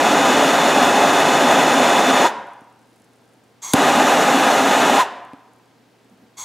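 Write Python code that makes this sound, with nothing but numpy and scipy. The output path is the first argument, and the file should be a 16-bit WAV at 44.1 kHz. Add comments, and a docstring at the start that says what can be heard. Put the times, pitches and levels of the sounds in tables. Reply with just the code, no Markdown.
"""At a workshop bench, a gas hand torch heats a wire joint held in a vice, in two burns.
The turbulent flame is already roaring; on release it shrinks into the burner tube and hoots.
Gas hisses through the tube, a piezo snap relights it with a thump, and it roars and hoots again.
Bubbles of hot flux crackle in the pauses, and at the end the gas opens once more, unlit.
The room reverberates over a faint hum and a few soft bumps."""
import sys
import numpy as np
from scipy import signal
from scipy.fft import rfft, irfft, next_fast_len
from scipy.io import wavfile

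SR = 44100
rng = np.random.default_rng(int(sys.argv[2]) if len(sys.argv) > 2 else 0)


def store_wav(level_fs):
    """Save 16-bit WAV to argv[1]."""
    pcm = np.round(np.clip(np.atleast_2d(level_fs), -1, 1) * 32767)
    wavfile.write(sys.argv[1], SR, pcm.T.astype(np.int16))


N = 284004
TIME = np.arange(N) / SR


def flame(flutter_db=0.72, surge_db=0.44, split_hz=1000, room_colour=0.42):
    """Combustion noise: turbulence radiates a roar and a higher rush. Returns direct sound and room feed."""
    # burns: lit_s, collapse_s, gas_spent_s, roar_db, rush_db
    burns = [(-0.1, 2.262, 2.267, -17, -19), (3.739, 4.992, 5.014, -17.5, -19)]
    # spectrum of the turbulence: frequency_hz, relative_db
    turbulence = [(40, -34), (80, -27), (140, -19.5), (220, -10), (450, -1), (750, 0.5), (1100, -8),
                  (2200, -9.5), (4700, -22), (8500, -29), (12000, -34.5), (15700, -49)]
    # peaks and dips of tube, vice and bench, set by the aim: centre_hz, width_hz, burn_1_db, burn_2_db
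    colour = [(149, 26, 5.5, 5), (271, 98, 7.5, 8.0), (342, 52, -5.5, -7), (467, 69, -6.5, -6),
              (552, 14, -4.5, -12.5), (626, 27, -6.5, -3), (752, 15, -15.5, -4.5), (817, 82, 2.5, 4),
              (1002, 24, 5.5, 3.5), (1252, 70, 4.5, 5.5), (1307, 22, -4.5, -8), (1550, 17, 0, -10),
              (1792, 21, -8, -7), (2210, 440, -5, -5.5), (2270, 42, -10.5, -15), (2570, 46, 4.5, 1),
              (2740, 62, -10.5, -3.5), (3177, 155, -7.5, -6.5), (3533, 277, 6, 2), (3850, 66, -6, 2.5),
              (4197, 62, 5.5, 6.5), (4380, 44, 9, 9), (4515, 720, -4.5, -5.5), (5260, 71, 2, -12),
              (6070, 222, 5.5, 5.5), (6862, 473, 8.5, 7), (7800, 140, 3.5, 6), (11770, 417, -3, 0.5),
              (12730, 520, -8, -3.5), (14220, 1400, 7, 6.5)]
    low_pass = signal.butter(2, split_hz, fs=SR, output="sos")
    out = np.zeros((2, N))
    for burn, (lit, collapse, spent, roar_db, rush_db) in enumerate(burns):
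        near = noise(turbulence, [(hz, width, db[burn]) for hz, width, *db in colour])
        # summed over all directions, the peaks and dips mostly even out
        around = noise(turbulence, [(hz, width, room_colour * db[burn]) for hz, width, *db in colour])
        eddies = np.array([near, around])
        low = signal.sosfiltfilt(low_pass, eddies)
        roar = rms_one(low) * from_db(roar_db + surge_db * drift(rate_hz=22))
        rush = rms_one(eddies - low) * from_db(rush_db)
        out += roar * gate(lit, collapse, rise_s=0.009, fall_s=0.0063)
        out += rush * gate(lit, spent, rise_s=0.034, fall_s=0.017)
    return out * from_db(flutter_db * drift(rate_hz=50))


def hoot(base_hz=840, waver=0.0178, unsteady_db=3.0, lead_s=0.0045):
    """Thermoacoustic oscillation: as pressure falls, the flame locks onto the tube's lowest mode."""
    # arches of pitch from the dying flame: top_s, top_pitch_hz, level_db
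    hoots = [(2.264, 984, -15), (5.008, 1035, -14)]
    out = np.zeros(N)
    for top_s, top_hz, db in hoots:
        hz = base_hz + (top_hz - base_hz) * swell(top_s, 0.027)
        phase = 2 * np.pi * np.cumsum(hz * (1 + waver * drift(rate_hz=300))) / SR
        level = from_db(db + unsteady_db * drift(rate_hz=150)) * swell(top_s - lead_s, 0.031)
        out += np.sqrt(2) * np.sin(phase) * level
    return out


def unlit_gas():
    """Jet noise: the hiss of bare gas is filtered by the resonances of the cold tube."""
    # valve openings: start_s, stop_s, rise_s, level_db
    openings = [(3.617, 3.744, 0.024, -31), (6.367, 6.5, 0.034, -33)]
    # spectrum of the jet: frequency_hz, relative_db
    jet = [(200, -25.5), (700, -22.5), (1500, -19), (2800, -22.5), (4200, -13.5), (5200, -20.5),
           (6300, -10), (7600, -11.5), (8600, -18.5), (12000, -24), (15500, -30)]
    # tube resonances: centre_hz, width_hz, gain_db
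    resonances = [(1000, 420, 17), (2170, 280, 11.5), (3385, 260, 11.5), (4490, 320, 6), (5820, 280, 8),
                  (6520, 390, 13), (7597, 330, 9.5), (9080, 280, 7.5), (10050, 300, 4.5), (11260, 350, 8),
                  (12070, 350, 6.5)]
    flow = sum(from_db(db) * gate(start, stop, rise, fall_s=0.0037) for start, stop, rise, db in openings)
    return flow * noise(jet, resonances)


def piezo_snap(crack_db=-7, scatter_db=-25, top_hz=10000):
    """Impact excitation: the hammer rings the igniter's modes, and its crack scatters off the bench."""
    # hammer blows: time_s, relative_db
    snaps = [(3.7351, 2.5), (3.7362, -10), (3.7371, -3.5)]
    # igniter modes: pitch_hz, gain_db, t60_s
    modes = [(1444, -10, 0.0084), (3730, -9, 0.0068), (4700, -14, 0.007), (6900, -17.5, 0.008),
             (8900, -18, 0.007), (10410, -7.5, 0.0082), (14000, -21.5, 0.005)]
    blows = clicks(snaps)
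    crack = from_db(crack_db) * bursts(blows, decay_s=0.00068)
    scatter = from_db(scatter_db) * bursts(blows, decay_s=0.0095)
    low_pass = signal.butter(2, top_hz, fs=SR, output="sos")
    return ring(blows, modes) + signal.sosfilt(low_pass, crack + scatter)


def gas_thump(low_hz=110):
    """Sudden expansion: gas catches at the nozzle; so small a source radiates little deep bass."""
    # pops, on relighting and faintly after each burn: time_s, relative_db
    pops = [(2.617, -36), (3.7396, 1.5), (5.3343, -25)]
    # modes of a pop: pitch_hz, gain_db, t60_s
    modes = [(280, -5.5, 0.078), (480, -1.5, 0.0066), (850, -9.5, 0.01), (2320, -13.5, 0.0054)]
    high_pass = signal.butter(2, low_hz, "high", fs=SR, output="sos")
    return signal.sosfilt(high_pass, ring(clicks(pops), modes))


def flux(spit_db=-5.5, sizzle_db=-61, spread_db=3.0, rest_per_s=5):
    """Shot noise: tiny flux bubbles burst at random on the hot joint, among a few louder spits."""
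    # spits: time_s, relative_db
    spits = [(2.4703, -43), (2.5346, -41), (2.609, -46), (2.6424, -49), (2.7911, -47), (2.8918, -49.5),
             (2.9667, -49), (3.0194, -46), (3.0435, -50), (3.2465, -59), (3.3253, -50), (3.4414, -56),
             (5.2505, -43), (5.3338, -42), (5.5348, -46.5), (5.5618, -51.5), (5.5857, -53.5), (6.0467, -49),
             (6.099, -48.5)]
    # sizzle as the joint settles after the first burn: busiest_s, half_width_s, extra_per_s
    sizzle = (3.05, 0.4, 150)
    # spectrum of a burst: frequency_hz, gain_db
    spectrum = [(1500, -28), (4000, -18.5), (6600, 3), (7800, 2), (9000, 4.5), (11000, 1.5), (13000, -10),
                (16000, -12)]
    busiest_s, half_width_s, extra_per_s = sizzle
    per_s = rest_per_s + extra_per_s * swell(busiest_s, half_width_s)
    bubbles = (rng.random(N) < per_s / SR) * from_db(sizzle_db + spread_db * rng.standard_normal(N))
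    blows = from_db(spit_db) * clicks(spits) + bubbles
    return coloured(bursts(blows, decay_s=0.0011), spectrum)


def with_echo(x, delay_s=0.01144, echo_db=-18.5, top_hz=4000):
    """Comb filtering: one dull reflection from a near surface ripples the direct sound's spectrum."""
    dull = signal.sosfiltfilt(signal.butter(1, top_hz, fs=SR, output="sos"), x)
    return x + from_db(echo_db) * np.interp(TIME - delay_s, TIME, dull, left=0)


def reverberation(x, first_echo_s=0.0066):
    """Diffuse field: dense echoes decay exponentially in octave bands, the treble dying first."""
    # decay of the workshop: frequency_hz, t60_s
    decay_times = [(150, 1.07), (400, 0.57), (1000, 1.0), (2800, 0.72), (7000, 0.65), (15000, 0.2)]
    # strength of its reverberation: frequency_hz, gain_db
    gains = [(100, -15), (300, -12.5), (800, -9), (2000, -12.5), (7000, -17.5), (15000, -25)]
    t, hz = TIME[:SR], np.arange(SR // 2 + 1.0)
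    echoes, response = rfft(rng.standard_normal(SR)), np.zeros(SR)
    for centre in 62.5 * 2 ** np.arange(9):
        share = np.clip(1 - np.abs(np.log2((hz + 1) / centre)), 0, 1)
        fade = np.exp(-np.log(1000) * t / at_hz(decay_times, centre)) * (t > first_echo_s)
        fade /= np.sqrt(np.sum(fade ** 2))
        response += irfft(echoes * share, SR) * fade * from_db(at_hz(gains, centre))
    return signal.fftconvolve(x, response)[:N]


def bumps():
    """Amplitude modulation: low noise swells softly, as of a hand shifting on the bench."""
    # bumps: time_s, half_width_s, level_db
    swells = [(2.933, 0.0061, -58), (3.005, 0.0063, -55.5), (3.376, 0.0082, -55), (6.13, 0.0256, -52),
              (6.228, 0.045, -52)]
    # spectrum of a bump: frequency_hz, relative_db
    spectrum = [(60, -30.5), (140, -21), (200, -2.5), (270, -4), (380, -21), (800, -22), (4000, -47)]
    return noise(spectrum) * sum(from_db(db) * swell(s, width) for s, width, db in swells)


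def hum(wander_rad=0.4):
    """Line spectrum: mains hum and faint steady tones, each wandering in phase."""
    # tones of the workshop: pitch_hz, rms_db
    tones = [(119, -66), (479, -77), (1590, -76.5)]
    return sum(from_db(db) * np.sqrt(2) * np.sin(2 * np.pi * hz * TIME + wander_rad * drift(rate_hz=9.7))
               for hz, db in tones)


def room_noise(level_db=-56):
    """Stationary noise: the dull, steady floor of the workshop."""
    # ambient spectrum: frequency_hz, relative_db
    spectrum = [(25, 2.5), (60, -14), (100, -9), (190, -4), (265, 2), (340, -4), (470, -2), (580, -6.5),
                (760, -5.5), (1100, -11.5), (1900, -15), (4500, -20.5), (8800, -28), (16000, -35)]
    return from_db(level_db) * noise(spectrum)


def from_db(db):
    """Decibels to amplitude ratio."""
    return 10 ** (np.asarray(db) / 20)


def rms_one(x):
    """Normalisation to rms 1."""
    return x / np.sqrt(np.mean(x ** 2) + 1e-20)


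def at_hz(points, hz):
    """Interpolation on a log-frequency axis."""
    knots, values = np.transpose(points)
    return np.interp(np.log(hz + 1), np.log(knots), values)


def coloured(x, spectrum, peaks=()):
    """Spectral shaping by a broad curve with bell-shaped peaks and dips on it."""
    size = next_fast_len(N + SR // 10)
    hz = np.arange(0, SR / 2, 2.0)
    peaks_db = sum(db * np.exp(-2 * ((hz - centre) / width) ** 2) for centre, width, db in peaks)
    gain = np.interp(np.arange(size // 2 + 1) * SR / size, hz, from_db(at_hz(spectrum, hz) + peaks_db))
    return irfft(rfft(x, size) * gain, size)[:N]


def noise(spectrum, peaks=()):
    """Coloured Gaussian noise of rms 1."""
    return rms_one(coloured(rng.standard_normal(N), spectrum, peaks))


def drift(rate_hz):
    """Random modulation: straight lines between Gaussian values of spread 1."""
    knots = rng.standard_normal(N // 40)
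    return np.interp(TIME * rate_hz, np.arange(len(knots)), knots)


def clicks(rows):
    """One impulse for each row of time_s, level_db."""
    out = np.zeros(N)
    for s, db in rows:
        out[int(round(s * SR))] += from_db(db)
    return out


def ring(blows, modes):
    """Modal superposition: each blow sets all modes ringing as damped sines."""
    out = np.zeros(N)
    for hz, db, t60 in modes:
        radius, angle = from_db(-60 / (t60 * SR)), 2 * np.pi * hz / SR
        feedback = [1, -2 * radius * np.cos(angle), radius * radius]
        out += from_db(db) * signal.lfilter([0, np.sin(angle)], feedback, blows + 1e-18)
    return out


def bursts(blows, decay_s):
    """Each blow releases an exponentially decaying puff of white noise."""
    pole = np.exp(-1 / (decay_s * SR))
    return signal.lfilter([1], [1, -pole], blows + 1e-18) * rng.standard_normal(N)


def gate(start_s, stop_s, rise_s, fall_s):
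    """Envelope with a smooth rise, a hold and an exponential fall."""
    rise = np.sin(np.pi / 2 * np.clip((TIME - start_s) / rise_s, 0, 1))
    return rise * np.exp(-np.clip((TIME - stop_s) / fall_s, 0, 20))


def swell(centre_s, half_width_s):
    """Gaussian envelope of height 1."""
    return np.exp(-((TIME - centre_s) / half_width_s) ** 2)


def scene(ambience_side_db=-9.0, tube_to_room_db=-4.0):
    """Mid-side stereo: the torch is straight ahead and narrow; reverberation and room noise are wider."""
    # stereo width of the flame: frequency_hz, side_db
    flame_width = [(40, -18), (100, -31.5), (250, -40), (700, -45), (1500, -37), (2500, -38), (5000, -26.5),
                   (9000, -32.5), (15000, -30)]
    # stereo width of the reverberation: frequency_hz, side_db
    room_width = [(60, -11.5), (200, -24.5), (400, -24), (700, -35), (1300, -23), (2400, -23.5),
                  (4400, -14.5), (8000, -6.5), (15000, -19)]
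    flame_near, flame_around = flame()
    tube = hoot() + unlit_gas()
    transients = piezo_snap() + gas_thump() + flux()
    direct = with_echo(flame_near) + tube + transients
    radiated = flame_around + from_db(tube_to_room_db) * tube + transients
    mid = direct + reverberation(radiated) + room_noise() + hum() + bumps()
    side = coloured(flame_around, flame_width) + coloured(reverberation(radiated), room_width)
    side += from_db(ambience_side_db) * room_noise()
    return np.array([mid + side, mid - side])


def record(dry, low_hz=75, top_hz=15700, ceiling=0.82):
    """Band limiting and saturation: the microphone drops deep bass, peaks are rounded, the top is cut."""
    thin = signal.sosfilt(signal.butter(3, low_hz, "high", fs=SR, output="sos"), dry)
    rounded = thin / (1 + (thin / ceiling) ** 8) ** (1 / 8)
    return signal.sosfilt(signal.ellip(10, 0.1, 80, top_hz, fs=SR, output="sos"), rounded)


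dry = scene()
out = record(dry)
store_wav(out)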